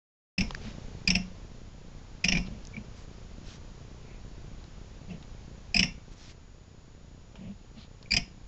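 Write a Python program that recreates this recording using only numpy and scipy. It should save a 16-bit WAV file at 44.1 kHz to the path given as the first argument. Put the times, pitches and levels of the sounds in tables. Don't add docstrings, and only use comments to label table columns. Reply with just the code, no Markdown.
import sys
import numpy as np
from scipy import signal
from scipy.fft import rfft, irfft, next_fast_len
from scipy.io import wavfile

SR = 44100
rng = np.random.default_rng(int(sys.argv[2]) if len(sys.argv) > 2 else 0)


def store_wav(level_fs):
    pcm = np.round(np.clip(np.atleast_2d(level_fs), -1, 1) * 32767)
    wavfile.write(sys.argv[1], SR, pcm.T.astype(np.int16))


N = 373527
TIME = np.arange(N) / SR

# (t/s, level/dB, f/Hz, duration/s, relative overtone level/dB, relative grit level/dB)
SLIPS = [ (.381, -21, 2590, .0074, -3.5, -12), (.406, -22.5, 2654, 0.0068, -8, -7),
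         (1.074, -18, 2466, 0.0085, 1, -9), (1.102, -19, 2702, 0.0065, 2, -5),
         (1.150, -19, 2675, 0.0088, -2, -8.5), (2.24, -20, 2502, .011, -3, -3.5),
         (2.282, -17.5, 2780, 0.01, -3.5, -7), (2.32, -22.5, 2690, .007, -25, -0.5),
         (2.349, -22, 2380, 0.0076, -29, -19), (2.369, -21.5, 2407, 0.0071, -26, -11.5),
         (2.733, -44.5, 2280, .022, -24, -22), (2.765, -32, 2330, .006, -32, -34),
         (5.095, -51, 2710, .028, -28, -7), (5.743, -19, 2480, 0.0073, -1, -16),
         (5.763, -17.5, 2573, .0095, 0, -15.5), (5.7905, -19, 2606, 0.0092, 2.5, -1.5),
         (5.8285, -16, 2720, 0.0051, -2.5, -9.5), (8.057, -46.5, 2360, 0.0062, -25, -29),
         (8.106, -28, 2370, .010, 0.5, -33), (8.116, -21.5, 2364, 0.0091, 3, -34),
         (8.136, -21.5, 2476, .0074, 3, -9), (8.164, -22.3, 2500, .0105, 4.5, 2)]


def from_db(db):
    return 10 ** (np.asarray(db) / 20)


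def rms_one(x):
    return x / np.sqrt(np.mean(x ** 2) + 1e-20)


def add(track, start_s, sound):
    at = int(start_s * SR)
    track[at:at + len(sound)] += sound[:N - at]


def swell(length_s):
    return np.sin(np.pi * np.minimum(TIME[:SR // 4] / length_s, 1))


def coloured_noise(spectrum):
    hz, db = np.transpose(spectrum)
    size = next_fast_len(N)
    bins = np.maximum(np.fft.rfftfreq(size, 1 / SR), 1)
    gain = from_db(np.interp(np.log(bins), np.log(hz), db))
    return rms_one(irfft(rfft(rng.standard_normal(size)) * gain, size)[:N])


def band_noise(hz, octaves):
    edges = np.clip(hz * 2 ** (np.array([-.5, .5]) * octaves), 10, SR / 2 - 1000)
    bandpass = signal.butter(2, edges, "band", fs=SR, output="sos")
    return rms_one(signal.sosfilt(bandpass, rng.standard_normal(SR // 2))[-(SR // 4):])


def camera(flutter_hz=30.013, whine_hz=6902, unevenness=.42, pull_push_s=.003):
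    # (f/Hz, relative spectral level/dB)
    hiss_spectrum = [(12, 1.5), (35, 6.5), (70, 0.5), (140, -5), (250, -15.5), (480, -19.5), (1000, -23.5),
                     (1800, -28), (4000, -30), (6600, -31.5), (7300, -34.5), (7800, -47), (9000, -73)]
    # (t/s, level/dB)
    drift = [(0.55, -53.5), (1.76, -59.5), (2.58, -56.5), (2.89, -57.5), (5.69, -58.5), (6.59, -63),
             (8.47, -61.5)]
    beats = np.arange(.0158, TIME[-1] - .05, 1 / flutter_hz)
    knocks = np.zeros(N)
    for s, chance in zip(beats, rng.standard_normal((len(beats), 6))):
        add(knocks, s - pull_push_s / 2 + .00038 * chance[0], [-.74 * (1 + unevenness * chance[1])])
        add(knocks, s + pull_push_s / 2 + .00042 * chance[2], [1 + unevenness * chance[3]])
        add(knocks, s + .019 + .002 * chance[4], [.35 * chance[5]])
    body = signal.sosfilt(signal.butter(1, [50, 200], "band", fs=SR, output="sos"), knocks + 1e-18)
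    flutter = signal.sosfilt(signal.butter(3, 560, fs=SR, output="sos"), body)
    whine = rms_one(np.sin(2 * np.pi * whine_hz * TIME))
    steady = from_db(12.5) * coloured_noise(hiss_spectrum) + from_db(6) * rms_one(flutter)
    return steady * from_db(np.interp(TIME, *np.transpose(drift))) + from_db(-73) * whine


def squeals(sag=.1, waver=.014, third_db=-12, roughness=.18):
    # (f/Hz, relative spectral level/dB)
    grit_spectrum = [(200, 1.5), (700, 3), (1100, -6.5), (1600, -13), (1950, 18.5), (2700, 20.5),
                     (3400, 12), (4200, 5.5), (5300, 14.5), (6300, 12.5), (7600, -30), (8500, -16)]
    out, friction, t = np.zeros(N), coloured_noise(grit_spectrum), TIME[:SR // 4]
    for s, db, hz, length, overtone_db, grit_db in SLIPS:
        pitch = hz * (1 + sag * (.5 - np.minimum(t / length, 1)) + waver * band_noise(240, 2.5))
        phase = 2 * np.pi * np.cumsum(pitch) / SR
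        first, second, third = np.sin(np.outer([1, 2, 3], phase))
        tone = first + from_db(overtone_db) * (second + from_db(third_db) * third)
        tone *= 1 + roughness * band_noise(450, 1.42)
        grit = from_db(grit_db) * friction[int(s * SR):][:len(t)]
        add(out, s, from_db(db) * swell(length) * (tone + grit))
    return out


def jolts(jolt_db, per_level, per_grit, typical_slip_db=-20, typical_grit_db=-8):
    _, db, _, _, _, grit_db = np.transpose(SLIPS)
    return jolt_db + per_level * (db - typical_slip_db) + per_grit * (grit_db - typical_grit_db)


def strike(modes, times, levels_db, scatter_db):
    hz, db, t60 = np.transpose(modes)[:, :, None]
    t, out = TIME[:SR // 2], np.zeros(N)
    rings = from_db(db - 60 * t / t60) * np.sin(2 * np.pi * hz * t)
    polarity = (-1) ** np.arange(len(modes))
    for s, level_db in zip(times, levels_db):
        strengths = from_db(level_db + scatter_db * rng.standard_normal(len(modes)))
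        add(out, s, (strengths * polarity) @ rings)
    return out


def clashes(spectrum, times, levels_db, t60, rise_s):
    t, envelope = TIME[:SR // 4], np.zeros(N)
    for s, db in zip(times, levels_db):
        add(envelope, s, from_db(db - 60 * t / t60) * np.minimum(t / rise_s, 1))
    return envelope * coloured_noise(spectrum)


def steel_ring(grip_rise=.022, detune_db=-35):
    # (f/Hz, level/dB, T60/s)
    steel_modes = [(1450, -17, .15), (1823, -2, 0.12), (2093, -6, 0.052), (2253, 3, 0.076),
                   (2340, -22, .42), (2620, -31.5, .3), (2730, -5.5, 0.19), (2930, -26, .35),
                   (2930, 4, 0.058), (2903, -5, 0.071), (3210, -17, 0.21), (3550, -7, 0.11),
                   (4210, -16.5, 0.24), (5060, -13, .17), (5100, -3.5, .13), (5420, -10.5, 0.17),
                   (5400, -22.5, .2), (5600, -0.5, 0.08), (5300, -18.5, .22), (5700, -6.5, 0.15),
                   (6100, -18, 0.22), (7370, -26, 0.16)]
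    # (f/Hz, relative spectral level/dB)
    clash_spectrum = [(250, -5), (500, -12), (800, -11), (1200, -18.5), (1650, -16), (1950, -6.5),
                      (2400, 2), (2850, -2.5), (3400, -10.5), (4500, -18), (5200, -2), (5700, -1.5),
                      (6200, -17.5), (8000, -24.5)]
    start, _, pitch, length, _, _ = np.transpose(SLIPS)
    catch = start + length / 2
    jolt_db = jolts(-18.7, per_level=1.05, per_grit=.5)
    grip_hz = pitch[:, None] * (1 + grip_rise)
    multiple = np.array(steel_modes)[:, 0] / grip_hz
    uptake_db = detune_db * np.minimum(np.abs(multiple - np.round(multiple)), .25)
    ring = strike(steel_modes, catch, jolt_db[:, None] + uptake_db, scatter_db=2)
    clash = clashes(clash_spectrum, catch, jolt_db, t60=.069, rise_s=.0026)
    return from_db(-17) * ring + from_db(-10) * clash


def cable_shake(limit_db=-22.3, soften_db_per_s=.5):
    # (f/Hz, level/dB, T60/s)
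    cable_modes = [(43.7, -11.5, 0.29), (100, -13, 0.062), (155, -11, 0.21), (182.7, -1, 0.37),
                   (209.4, -10, 0.24), (244, -12, 0.22), (400, -25, 0.053), (540, -24.5, 0.047),
                   (699.6, -19, 0.19), (810, -27, .07)]
    # (f/Hz, relative spectral level/dB)
    thud_spectrum = [(20, -2), (45, 9), (75, -13.5), (115, -4), (150, -7), (190, 0.5), (250, -11.5),
                     (320, -20.5), (700, -23), (1000, -27.5), (1600, -46)]
    start, _, _, length, _, _ = np.transpose(SLIPS)
    catch = start + length / 2
    jolt_db = np.minimum(jolts(-21, per_level=.8, per_grit=.15), limit_db) - soften_db_per_s * start
    hum = strike(cable_modes, catch, jolt_db, scatter_db=4)
    thud = clashes(thud_spectrum, catch, jolt_db, t60=.22, rise_s=.006)
    return from_db(-4) * hum + from_db(-7) * thud


def scatter(x, t60, delay_s):
    t = TIME[:SR // 2]
    echoes = rng.standard_normal(len(t)) * from_db(-60 * t / t60) * np.clip(t / delay_s - .5, 0, 1)
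    return signal.fftconvolve(x, echoes / np.linalg.norm(echoes))[:N]


def turnbuckle():
    squeal, steel, cable = squeals(), steel_ring(), cable_shake()
    rattle = from_db(-9) * scatter(squeal, t60=.036, delay_s=.0061)
    woods = scatter(from_db(-23) * squeal + from_db(-10) * steel, t60=.26, delay_s=.015)
    return squeal + rattle + steel + cable + woods


def ticks(rise_s=.00089):
    # (t/s, level/dB, ring f/Hz, T60/s, knock level/dB relative to the ring)
    contacts = [(.507, -27.5, 3550, .012, -0.5), (.548, -21.5, 1870, 0.0081, -12),
                (.707, -41, 3000, .008, -8), (2.651, -35, 5500, 0.0082, -20), (2.67, -40, 6100, .012, -20),
                (4.64, -43.5, 4400, .011, -4), (5.226, -45.5, 3400, 0.02, 0), (7.355, -50.5, 2700, .08, 3),
                (8.027, -42.5, 4540, 0.017, -8)]
    out, t = np.zeros(N), TIME[:SR // 4]
    for s, db, hz, t60, knock_db in contacts:
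        crack = from_db(-7) * band_noise(hz=3200, octaves=1.8)
        knock = from_db(knock_db) * band_noise(hz=730, octaves=1.4)
        ring = band_noise(hz, octaves=.38)
        envelope = from_db(db - 60 * t / t60) * np.minimum(t / rise_s, 1)
        add(out, s, envelope * (ring + crack + knock))
    return out


def rustles(grain_db=2.5):
    # (t/s, duration/s, level/dB, centre f/Hz, bandwidth/octaves)
    movements = [(.595, .15, -53, 2900, 1.5), (2.444, 0.046, -55, 3300, 0.81),
                 (2.934, .12, -60.5, 4300, 1.7), (3.429, .16, -54, 4200, 1.24),
                 (4.029, 0.17, -63.5, 2300, .3), (6.106, 0.043, -60.5, 4600, 1.3),
                 (6.145, 0.19, -57, 4440, 1.1), (6.273, 0.06, -55.5, 3800, 1.7),
                 (7.748, 0.13, -57.5, 3660, .65)]
    out = np.zeros(N)
    for s, length, db, hz, octaves in movements:
        swish = band_noise(hz, octaves)
        brush = from_db(-6) * band_noise(hz=1500, octaves=1.56)
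        envelope = from_db(db + grain_db * band_noise(hz=120, octaves=4)) * swell(length)
        add(out, s, envelope * (swish + brush))
    return out


def groans():
    # (t/s, duration/s, level/dB, f/Hz)
    creeps = [(.62, 0.079, -39.5, 209), (2.44, 0.155, -43.5, 206), (2.734, .1, -44, 210),
              (5.078, .1, -35.5, 191), (7.361, .19, -39, 200), (7.754, 0.049, -42, 223)]
    # (centre f/Hz, bandwidth/octaves, relative level/dB)
    bands = [(111.4, 0.37, -10), (494, 0.99, -18), (2530, 0.58, -23.5)]
    out = np.zeros(N)
    for s, length, db, hz in creeps:
        partials = sum(from_db(part_db) * band_noise(part_hz, width) for part_hz, width, part_db in bands)
        add(out, s, from_db(db) * swell(length) * (band_noise(hz, octaves=.23) + partials))
    return out


def scene():
    return (turnbuckle() + groans() + ticks() + rustles() + camera())[None]


def record(dry, start_s=.3795, top_hz=7250, cutoff_hz=7900):
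    dull = signal.sosfilt(signal.butter(10, top_hz, fs=SR, output="sos"), dry * (TIME >= start_s))
    return signal.sosfilt(signal.ellip(10, .3, 75, cutoff_hz, fs=SR, output="sos"), dull)


dry = scene()
out = record(dry)
store_wav(out)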